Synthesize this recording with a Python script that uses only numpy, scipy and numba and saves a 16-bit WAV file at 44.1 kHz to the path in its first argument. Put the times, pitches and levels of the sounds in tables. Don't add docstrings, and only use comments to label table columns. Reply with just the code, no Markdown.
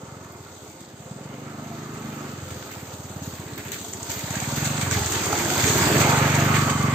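import sys
import numpy as np
from scipy import signal
from scipy.fft import rfft, irfft, next_fast_len
from scipy.io import wavfile
from scipy.ndimage import uniform_filter1d
from numba import njit

SR = 44100
rng = np.random.default_rng(int(sys.argv[2]) if len(sys.argv) > 2 else 0)


def unload_audio(sound):
    columns = np.transpose(np.atleast_2d(sound))
    steps = np.round(np.clip(columns, -1, 1) * 32767)
    wavfile.write(sys.argv[1], SR, steps.astype(np.int16))


N = 306054

# time_s, firing_rate_hz
FIRING_RATE = [(0.0, 18.94), (0.091, 23.55), (0.687, 15.76), (0.965, 15.88), (1.337, 24.07), (1.913, 26.47),
               (2.414, 22.93), (2.742, 17.99), (3.166, 17.8), (3.782, 12.98), (3.885, 14.69),
               (4.208, 13.43), (4.737, 25.14), (5.059, 20.22), (5.356, 16.22), (5.704, 15.96),
               (6.033, 23.67), (6.567, 24.95), (6.722, 22.31), (6.94, 23.82)]
# opens_s, shuts_s, opening (0 to 1)
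THROTTLE_TWISTS = [(-.3, .3, 0.39), (0.95, 2.31, 0.87), (3.045, 3.407, 0.45), (4.18, 4.774, 0.99),
                   (5.586, 7.2, 0.84)]
# pitch_hz, width_hz, shut_delay_ms, open_delay_ms
CHAMBER_MODES = [(94.2, 51, 4.76, 8.2), (142.9, 71.6, 3.25, 5.94), (210.5, 49, 6.3, 3.43),
                 (300.3, 47, 5.97, 3.55)]
# shut_db, open_db
CHAMBER_GAINS = [(-3, -9), (-11, 1), (-6.5, -3.5), (-18.5, -15.5)]
# time_s, level_db, boom_db, bark_and_rasp_db
EXHAUST_LEVELS = [(0, -44, 0, 4), (.33, -47, 3, 1), (.89, -46.5, -6, 0.5), (1.1, -38.5, -13, 1),
                  (1.35, -43.5, -6, 7), (1.6, -43, 3, 7), (1.95, -40.5, -4, 2.5), (2.03, -39, -4, 7.5),
                  (2.15, -41, -4, 8), (2.3, -41.5, 3, 7.5), (2.43, -37.5, 0, -5), (2.68, -41.5, -2.5, 2),
                  (2.9, -41.5, -2, 3), (3.25, -39, 1.5, 4.5), (3.4, -45, 9, 5), (3.47, -46.5, 1, 0),
                  (3.53, -36, -3, 0.5), (3.6, -45, 1, 2), (3.67, -40, -5, 1), (3.82, -44.5, 0, 7),
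                  (3.98, -42.5, 1.5, 3), (4.12, -39.5, 0.5, 5), (4.27, -37, -2, 2), (4.4, -36, 3.5, 5.5),
                  (4.63, -30.5, 2, 3), (4.79, -33, 1, 4.5), (4.85, -27.5, 3.5, -2.5), (5.0, -27, -2, 1.5),
                  (5.11, -35, 6, -1.5), (5.17, -30.5, 2, -1), (5.22, -34, 2, 1), (5.28, -33.5, 3, 3.5),
                  (5.33, -37, 3, 3), (5.4, -34, -0.5, -2.5), (5.68, -25, -0.5, -3.5), (5.85, -28, 3, -4),
                  (5.96, -23, -5, -4), (6.12, -26, 2, -0.5), (6.25, -24.5, 3, 0), (6.6, -25, 5, -0.5),
                  (6.7, -27, 0, -0.5), (6.86, -25, 0.5, -1), (6.94, -26.5, -4, 1.5)]
# delay_s, gain_db
BANK_REFLECTIONS = [(.0075, -7.5), (.021, -17), (.034, -17)]

# time_s, whirr_db, growl_db, whine_db
DRIVE_LEVELS = [(0, -49.5, -0.5, -4), (.17, -46.5, -0.5, -4), (.35, -48, 0.5, -10), (.9, -52, 3, -17),
                (1.1, -48, 2, -17), (1.5, -45.5, 0.5, -2), (1.9, -45.5, 6.5, -0.5),
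                (2.24, -43.5, 2.5, -3.5), (2.55, -47, 4, -2.5), (3.23, -45, -1.5, -18),
                (3.55, -45.5, 4, -18), (3.9, -47, 4, -18), (4.22, -43, 0, -5), (4.33, -39, -1.5, -16),
                (4.45, -38, -6, -13), (4.6, -36.5, -4.5, -18), (4.75, -32.5, -7.5, -14),
                (4.88, -34, -1.5, -9), (5.1, -35, 0.5, -1), (5.3, -31.5, 1, -14), (5.5, -30.5, 1.5, -16),
                (5.7, -29, -0.5, -10), (5.85, -25.5, 2.5, -24), (6.01, -23.5, -2, -10),
                (6.15, -24.5, -6, -4), (6.3, -26.5, -7.5, -12), (6.5, -29, 0.5, 1), (6.62, -30, -1.5, -3),
                (6.75, -30.5, -5.5, -2.5), (6.85, -32, 1, -3), (6.94, -35.5, -4, -4)]
# frequency_hz, density_db
WHIRR_SPECTRUM = [(260, -32), (450, -0.5), (564, 1), (916, 3.5), (992, 0), (1100, 0.5), (1300, -1),
                  (1500, -0.5), (1950, -25), (3300, -120)]
GROWL_SPECTRUM = [(60, -14), (130, -5.5), (210, -4.5), (290, -1), (450, -2)]
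# pitch_hz, width_hz, level_db
CASE_MODES = [(518, 32, 6.5), (621, 21, 1), (686, 25, 3), (924, 48, 0.5), (1510, 110, -18.5)]
WHINE_MODES = [(1236, 18, 0.5), (1278, 20, 3), (1341, 16, 0.5), (1532, 34, -3), (1750, 26, -6), ]
SHELL_MODES = [(1141, 49, 0)]
VALVE_MODES = [(2096, 35, 4), (2530, 47, -4.5), (2946, 40, -4.5), (3080, 39, -3), (3760, 44, -4),
               (4530, 40, -5)]
# time_s, over_whirr_db, tilt_db_per_octave
CASE_LEVELS = [(0, -9, 1), (.7, 0.5, -1), (1.8, -5.5, -11), (2.6, -4.5, -0.5), (3.2, -1.5, -6.5),
               (4.1, -2, 13), (4.6, -4.5, 14), (5.3, -7.5, -2), (5.9, -10, 9), (6.3, -6.5, 11.5),
               (6.94, -13, 9)]
# time_s, over_whirr_db
SHELL_LEVELS = [(0, -13), (1.4, -14), (1.9, -6), (2.3, -5), (2.6, -16), (4.7, -10), (5.05, -7), (5.3, -19),
                (5.78, -9), (5.9, -15), (6.35, -16), (6.45, -3), (6.6, 2), (6.72, -5), (6.82, 1),
                (6.94, 5.5)]

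# time_s, hiss_db, squelch_db, spray_db
MUD_LEVELS = [(0, -51.5, -4.5, -10), (.68, -48, -7, -9), (.9, -50.5, -6.5, -10), (1.3, -49.5, -0.5, -9),
              (2.3, -44.5, -2, -8), (2.76, -44, -4.5, -5), (3.15, -47, -4.5, -5), (3.56, -45.5, -2, -6.5),
              (3.7, -44, -10, -6), (3.85, -40.5, -11, -6), (4.05, -41, -6.5, -6), (4.5, -33.5, -5, -7),
              (4.9, -34, -2.5, -9), (5.1, -30.5, -14, -8), (5.45, -29.5, -0.5, -8.5),
              (5.58, -25.5, -4.5, -6.5), (5.68, -25.5, -3, -7), (5.79, -23.5, -4, -7),
              (5.88, -24, -1, -7.5), (6.0, -27.5, 0.5, -6.5), (6.25, -29, 2, -9), (6.5, -31.5, 2.5, -6.5),
              (6.7, -31.5, -2.5, -9.5), (6.94, -37, 3.5, -10.5)]
# frequency_hz, density_db
HISS_SPECTRUM = [(2200, -22), (2900, -10.5), (3400, -5), (4400, -5), (4700, -5), (5000, -8), (5900, -8),
                 (6400, 0.5), (7000, -1), (7600, -1.5), (8600, -6)]
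# start_s, over_hiss_db, power_decay_s, squelch_over_slosh_db
MUD_SLOSHES = [(.8, 6, 0.016, -13), (2.71, -1, 0.021, 3.5), (2.92, -0.5, 0.059, -17), (3.22, 3, 0.16, -7),
               (3.575, 5, 0.023, 4.5), (3.648, 1.5, 0.031, 4), (3.718, 11, 0.03, -3.5),
               (3.93, -9, 0.025, -1), (4.06, 2, .03, -5), (4.095, 12, 0.033, -8.5), (4.19, -4, 0.048, -5),
               (4.34, -4, 0.056, 4.5), (4.49, -12, 0.032, -11), (4.56, 5, 0.044, -3),
               (4.647, 8.5, 0.023, -3.5), (4.809, 6.5, 0.019, -3), (4.912, 6.5, 0.049, -3),
               (5.055, -4, 0.025, 3.5), (5.115, -1, 0.19, -1), (5.385, 1.5, 0.098, -14),
               (5.999, 8, 0.016, -3), (6.085, -2.5, 0.13, 3.5), (6.539, 1, 0.068, 5),
               (6.695, 4.5, 0.0068, 7)]
# start_s, level_db, brightness_db, body_db, left_minus_right_db
MUD_SPLATS = [(0.3217, -45, 2, -10, 1), (2.5057, -35, -11, 3, -4), (2.6256, -37, -24, 4.5, -6),
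              (2.7143, -34, -2, -12, -2), (2.737, -36, -20, -3, 0), (3.338, -34, -8, -5, 1),
              (3.578, -39, 8, 9, -3), (3.651, -40, 5, 4, -6), (3.682, -36, -12, 6, 0),
              (3.7183, -24, -1, -2.5, 4), (3.743, -30, -10, 4, -2), (3.814, -32, -20, -3, 7),
              (3.8828, -27, -31, -14, 0.5), (3.93, -28, -24, -12, 0), (3.9342, -19.5, -24, -14, 1),
              (4.0294, -20, -28, -14, 1), (4.101, -21, -19, -14, -1), (4.116, -21, -21, -8, -6),
              (4.1926, -24, -6, -6, -2), (4.306, -22, -29, -10, 5), (4.355, -20, -29, -18, -1),
              (4.401, -19, -27, -12, 0), (4.645, -17, -35, -11, 2), (4.778, -24, -42, -2, -4),
              (4.911, -12.5, -30, -12, -2), (5.06, -14, -23, -18, 2), (5.121, -15.5, -15, -18, -1),
              (5.328, -24, -14, -3, 4), (5.387, -19, -18, -16, -3), (5.502, -23, -25, 5, -7),
              (6.351, -18, -26, -4, -2), (6.543, -35, -16, -13, -2), (6.7014, -31, -34, -4, -2)]
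# start_s, level_db, pitch_hz
AIR_POCKETS = [(3.577, -40, 2180), (4.309, -34, 1070), (4.339, -27.5, 614), (4.354, -24, 1630),
               (4.418, -24.5, 730), (4.82, -24, 1130), (4.912, -19, 1500), (4.969, -24, 795),
               (5.327, -15.5, 806), (5.336, -20, 680), (5.329, -15, 1290), (5.357, -24.5, 850),
               (5.501, -19, 1460), (5.514, -18.5, 704), (5.79, -17, 1064), (5.829, -17, 1470),
               (6.069, -19, 820), (6.39, -20, 660)]
# start_s, duration_s, level_db, from_hz, to_hz
MUD_HOLLOWS = [(6.016, 0.068, -25, 1500, 797)]

# time_s, left_minus_right_db
BALANCE = [(0.0, 2), (4.06, 1.5), (5.45, 1), (6.94, 2)]
# frequency_hz, unlike_share (0 to 1), left_minus_right_db
PORT_FIELD = [(25, .1, -6), (60, 0.2, -1), (250, 0.12, -2.5), (500, 0.03, -2), (1000, 0.57, -4.5),
              (1900, 0.73, -7.5), (3860, 1, 2.5), (6590, 1, -3.5), (8000, 1, 1), (13000, 0.98, -5)]
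# frequency_hz, left_lead_rad
PORT_PHASE = [(50, -0.2), (125, -0.1), (250, -0.16), (500, -0.53), (860, -0.61), (1800, -1.05),
              (3400, 0.32)]

START_CYCLE = .62
OPEN_S, SHUT_S = 0.4, 0.12
FIRING_SCATTER_DB, CHAMBER_SCATTER_DB, CHAMBER_JITTER_MS = (1.9, .3), (1.6, .5), (.7, .1)
THUMP_DELAY_MS = 3.5, -1.5
CLATTER_DB = -15, -10.5

RUMBLE_DB = -13
SLOSH_RISE_S = .005
BASS_CUT_HZ, STOP_BAND_HZ, TOP_CUT_HZ = 64, (8650, 11550), 15700


def exhaust(cycles, opening):
    fired = np.flatnonzero(np.diff(np.floor(cycles)))
    chance = rng.standard_normal((400, 9))[:len(fired)].T
    chamber_chance, timing_chance, firing_chance = chance[:4], chance[4:8], chance[8]
    strength = undb(between(FIRING_SCATTER_DB, opening[fired]) * firing_chance)
    strength /= np.sqrt(curves(FIRING_RATE)[0][fired])
    thump_delay_ms = between(THUMP_DELAY_MS, opening[fired])
    jitter_ms = between(CHAMBER_JITTER_MS, opening[fired]) * timing_chance
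    scatter_db = between(CHAMBER_SCATTER_DB, opening[fired]) * chamber_chance
    level_db, boom_db, bark_db = curves(EXHAUST_LEVELS)
    extra_db = boom_db, 0, bark_db, bark_db
    out = 0
    for k, (open_hz, width_hz, *delay_ms) in enumerate(CHAMBER_MODES):
        late = ((thump_delay_ms + jitter_ms[k]) * SR / 1000).astype(int)
        ring = np.full(N, 1e-18)
        ring[np.clip(fired + late, 0, N - 1)] = strength * undb(scatter_db[k])
        hz = open_hz * (1 - 0.085 * (1 - opening))
        for widening in (1, 1.42, 2.0):
            ring = band(ring, hz, widening * width_hz)
        ring = delayed(unit(ring), between(delay_ms, opening) / 1000)
        gain = undb(between(CHAMBER_GAINS[k], opening) + extra_db[k])
        out = out - (-1) ** k * gain * ring
    return out * undb(level_db)


def throttle():
    t, opening = np.arange(N) / SR, 0
    for opens_s, shuts_s, depth in THROTTLE_TWISTS:
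        ramp = np.minimum((t - opens_s) / OPEN_S, 1 - (t - shuts_s) / SHUT_S)
        opening = opening + depth * np.clip(ramp, 0, 1)
    return np.clip(opening, 0, 1)


def drive(cycles, opening):
    whirr_db, growl_db, whine_db = curves(DRIVE_LEVELS)
    case_db, tilt_db = curves(CASE_LEVELS)
    firing_swell = 1 + 0.13 * np.exp(-(cycles % 1) / .3)
    force = firing_swell * grains(rate_hz=28., spread_db=1., tail_s=0.0068)
    rumble = undb(RUMBLE_DB) * band_noise([(20, 0), (60, -12)], 20, 60, 1., flicker_db=1.)
    growl = undb(growl_db) * band_noise(GROWL_SPECTRUM, 60, 450, 1., flicker_db=1.5)
    whirr = band_noise(WHIRR_SPECTRUM, 450, 1500, force, flicker_db=0.87)
    case = undb(case_db) * resonances(CASE_MODES, force, waver_db=3., tilt_db=tilt_db)
    whine = undb(whine_db) * resonances(WHINE_MODES, force, waver_db=1.4)
    shell = undb(curves(SHELL_LEVELS)[0]) * resonances(SHELL_MODES, force, waver_db=-0.2)
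    clatter = undb(between(CLATTER_DB, opening)) * resonances(VALVE_MODES, force, waver_db=3.)
    return undb(whirr_db) * (whirr + rumble + growl + whine + case + shell + clatter)


def mud():
    hiss_db, squelch_db, spray_db = curves(MUD_LEVELS)
    hiss_power, squelch_power = sloshes()
    surge = undb(0.53 * wander(18))
    squelch_spectrum = [(1250, -10), (1550, 1.5), (2500, -2), (3200, -8.5), (4200, -17.5)]
    drops = grains(rate_hz=50., spread_db=3.5, tail_s=0.004)
    squelch = band_noise(squelch_spectrum, 1250, 4200, surge * drops, flicker_db=1.32)
    droplets = grains(rate_hz=90., spread_db=3., tail_s=0.0028)
    hiss = band_noise(HISS_SPECTRUM, 2200, 8700, surge * droplets, flicker_db=0.87)
    mist = grains(rate_hz=40., spread_db=8., tail_s=0.0018)
    spray = band_noise([(11000, -1.1), (16000, 0.046)], 9200, 15540, surge * mist, flicker_db=0.5)
    treble = np.sqrt(1 + hiss_power) * (hiss + undb(spray_db) * spray)
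    middle = np.sqrt(undb(2 * squelch_db) + squelch_power) * squelch
    return undb(hiss_db) * (treble + middle)


def sloshes():
    t, hiss, squelch = np.arange(N) / SR, 0, 0
    for start_s, db, decay_s, squelch_db in MUD_SLOSHES:
        age = np.clip(t - start_s, 0, None)
        power = undb(2 * db) * (1 - np.exp(-age / SLOSH_RISE_S)) * np.exp(-age / decay_s)
        hiss, squelch = hiss + power, squelch + power * undb(2 * squelch_db)
    return hiss, squelch


def splats():
    out, t = np.zeros((2, N + 4096)), np.arange(4096) / SR
    envelope = (1 - np.exp(-t / 0.00018)) * (np.exp(-t / 0.0015) + 0.18 * np.exp(-t / 0.031))
    for start_s, db, bright_db, body_db, pan_db in MUD_SPLATS:
        noise = rng.standard_normal((3, len(t))) * envelope
        bursts = noise[0] + 2.3 * noise[1:]
        start = int(start_s * SR)
        for side, burst, gain in zip(out, bursts, undb(db) * pan(pan_db)):
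            crack = 1.23 * band(band(burst, 6600., 2000.), 7400., 2600.)
            body = undb(body_db) * band(burst, 2200., 2200.)
            sheen = undb(bright_db) * band(burst, 13000., 5000.)
            side[start:start + len(t)] += gain * (crack + body + sheen)
    return out[:, :N]


def pops():
    out, t = np.zeros(N + 2048), np.arange(2048) / SR
    for start_s, db, hz in AIR_POCKETS:
        envelope = np.exp(-t * hz / 5.6) * (1 - np.exp(-t / 0.00038))
        tone = np.sin(2 * np.pi * hz * t * (1 + 1.5 * t))
        start = int(start_s * SR)
        out[start:start + len(t)] += undb(db) * envelope * tone
    return out[:N] * pan(-3)


def sucks():
    out, t = 0, np.arange(N) / SR
    for start_s, duration_s, db, from_hz, to_hz in MUD_HOLLOWS:
        done = np.clip((t - start_s) / duration_s, 0, 1)
        hz = to_hz + (from_hz - to_hz) * (1 - done) ** 2
        tone = np.sin(2 * np.pi * np.cumsum(hz) / SR) * undb(3. 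* wander(90))
        envelope = np.sqrt(np.sin(np.pi * done) + 1e-12) * (done < 1) * (done > 0)
        out = out + undb(db) * envelope * tone
    return out * pan(-5)


def bank_echo(direct):
    return sum(undb(db) * delayed(direct, delay_s) for delay_s, db in BANK_REFLECTIONS)


def resonances(modes, force, waver_db, tilt_db=0.):
    plain, tilted = 0, 0
    for hz, width_hz, db in modes:
        gain = undb(db + waver_db * wander(5.01)) / np.sqrt(width_hz)
        alike, unlike = (band(force * rng.standard_normal(N), hz, width_hz) for _ in range(2))
        ring = gain * ports(alike, unlike, hz)
        plain = plain + ring
        tilted = tilted + undb(tilt_db * np.log2(hz / 700)) * ring
    return tilted / np.sqrt(np.mean(plain ** 2))


def band_noise(spectrum, low_hz, high_hz, envelope, flicker_db):
    size = next_fast_len(N)
    hz, out = np.fft.rfftfreq(size, 1 / SR), 0
    shaped = rfft(envelope * rng.standard_normal((2, N)), size) * undb(at_hz(spectrum, hz + 1)[0])
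    for edge_hz in low_hz * 2 ** np.arange(0, np.log2(high_hz / low_hz) - .01, 1 / 3):
        inside = (hz >= edge_hz) & (hz < min(high_hz, edge_hz * 2 ** (1 / 3)))
        alike, unlike = irfft(shaped * inside, size)[:, :N]
        out = out + undb(flicker_db * wander(14)) * ports(alike, unlike, edge_hz)
    return unit(out)


def grains(rate_hz, spread_db, tail_s):
    kicks = (rng.random(N) < rate_hz / SR) * undb(spread_db * rng.random(N))
    return np.sqrt(1 + signal.lfilter([1], [1, -np.exp(-1 / (tail_s * SR))], kicks ** 2))


def wander(rate_hz):
    hold = int(SR / rate_hz)
    steps = np.repeat(rng.standard_normal(N // hold + 1), hold)
    return 1.6 * uniform_filter1d(uniform_filter1d(steps, hold), hold)[:N]


def ports(alike, unlike, hz):
    share, pan_db = at_hz(PORT_FIELD, hz)
    return (alike + share * unlike * np.array([[1], [-1]])) / np.sqrt(1 + share ** 2) * pan(pan_db)


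def band(x, hz, width_hz):
    return state_variable(x, hz + np.zeros(len(x)), width_hz + np.zeros(len(x)))


@njit
def state_variable(x, hz, width_hz):
    y, band_state, low_state = np.empty(len(x)), 0., 0.
    for i in range(len(x)):
        g, damping = np.pi * hz[i] / SR, width_hz[i] / hz[i]
        g += g ** 3 / 3 + 2 * g ** 5 / 15
        velocity = (band_state + g * (x[i] - low_state)) / (1 + g * (g + damping))
        band_state = 2 * velocity - band_state
        low_state += 2 * g * velocity
        y[i] = damping * velocity
    return y


def delayed(x, delay_s):
    i = np.arange(N)
    return np.interp(i - delay_s * SR, i, x)


def pan(left_minus_right_db):
    return undb(np.vstack([left_minus_right_db, -left_minus_right_db]) / 2)


def curves(table):
    time_s, *columns = np.transpose(table)
    return [np.interp(np.arange(N) / SR, time_s, column) for column in columns]


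def at_hz(table, hz):
    table_hz, *columns = np.transpose(table)
    return [np.interp(np.log(hz), np.log(table_hz), column) for column in columns]


def between(pair, share):
    return pair[0] + (pair[1] - pair[0]) * share


def undb(db):
    return 10 ** (np.asarray(db) / 20)


def unit(x):
    return x / np.sqrt(np.mean(x ** 2))


def scene():
    cycles = START_CYCLE + np.cumsum(curves(FIRING_RATE)[0]) / SR
    opening = throttle()
    drive_and_mud = (drive(cycles, opening) + mud() + pops() + sucks()) * pan(curves(BALANCE)[0])
    thumps = exhaust(cycles, opening)
    return (thumps + bank_echo(thumps)) * pan(-.5) + drive_and_mud + splats()


def record(dry):
    size = next_fast_len(N)
    lead_rad = at_hz(PORT_PHASE, np.fft.rfftfreq(size, 1 / SR) + 1)[0]
    paired = irfft(rfft(dry, size) * np.exp(.5j * np.array([lead_rad, -lead_rad])), size)[:, :N]
    bass = signal.butter(3, BASS_CUT_HZ, "high", fs=SR, output="sos")
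    gap = signal.ellip(7, .3, 42, STOP_BAND_HZ, "bandstop", fs=SR, output="sos")
    top = signal.ellip(12, .2, 80, TOP_CUT_HZ, fs=SR, output="sos")
    return signal.sosfilt(np.vstack([bass, gap, top]), paired)


dry = scene()
out = record(dry)
unload_audio(out)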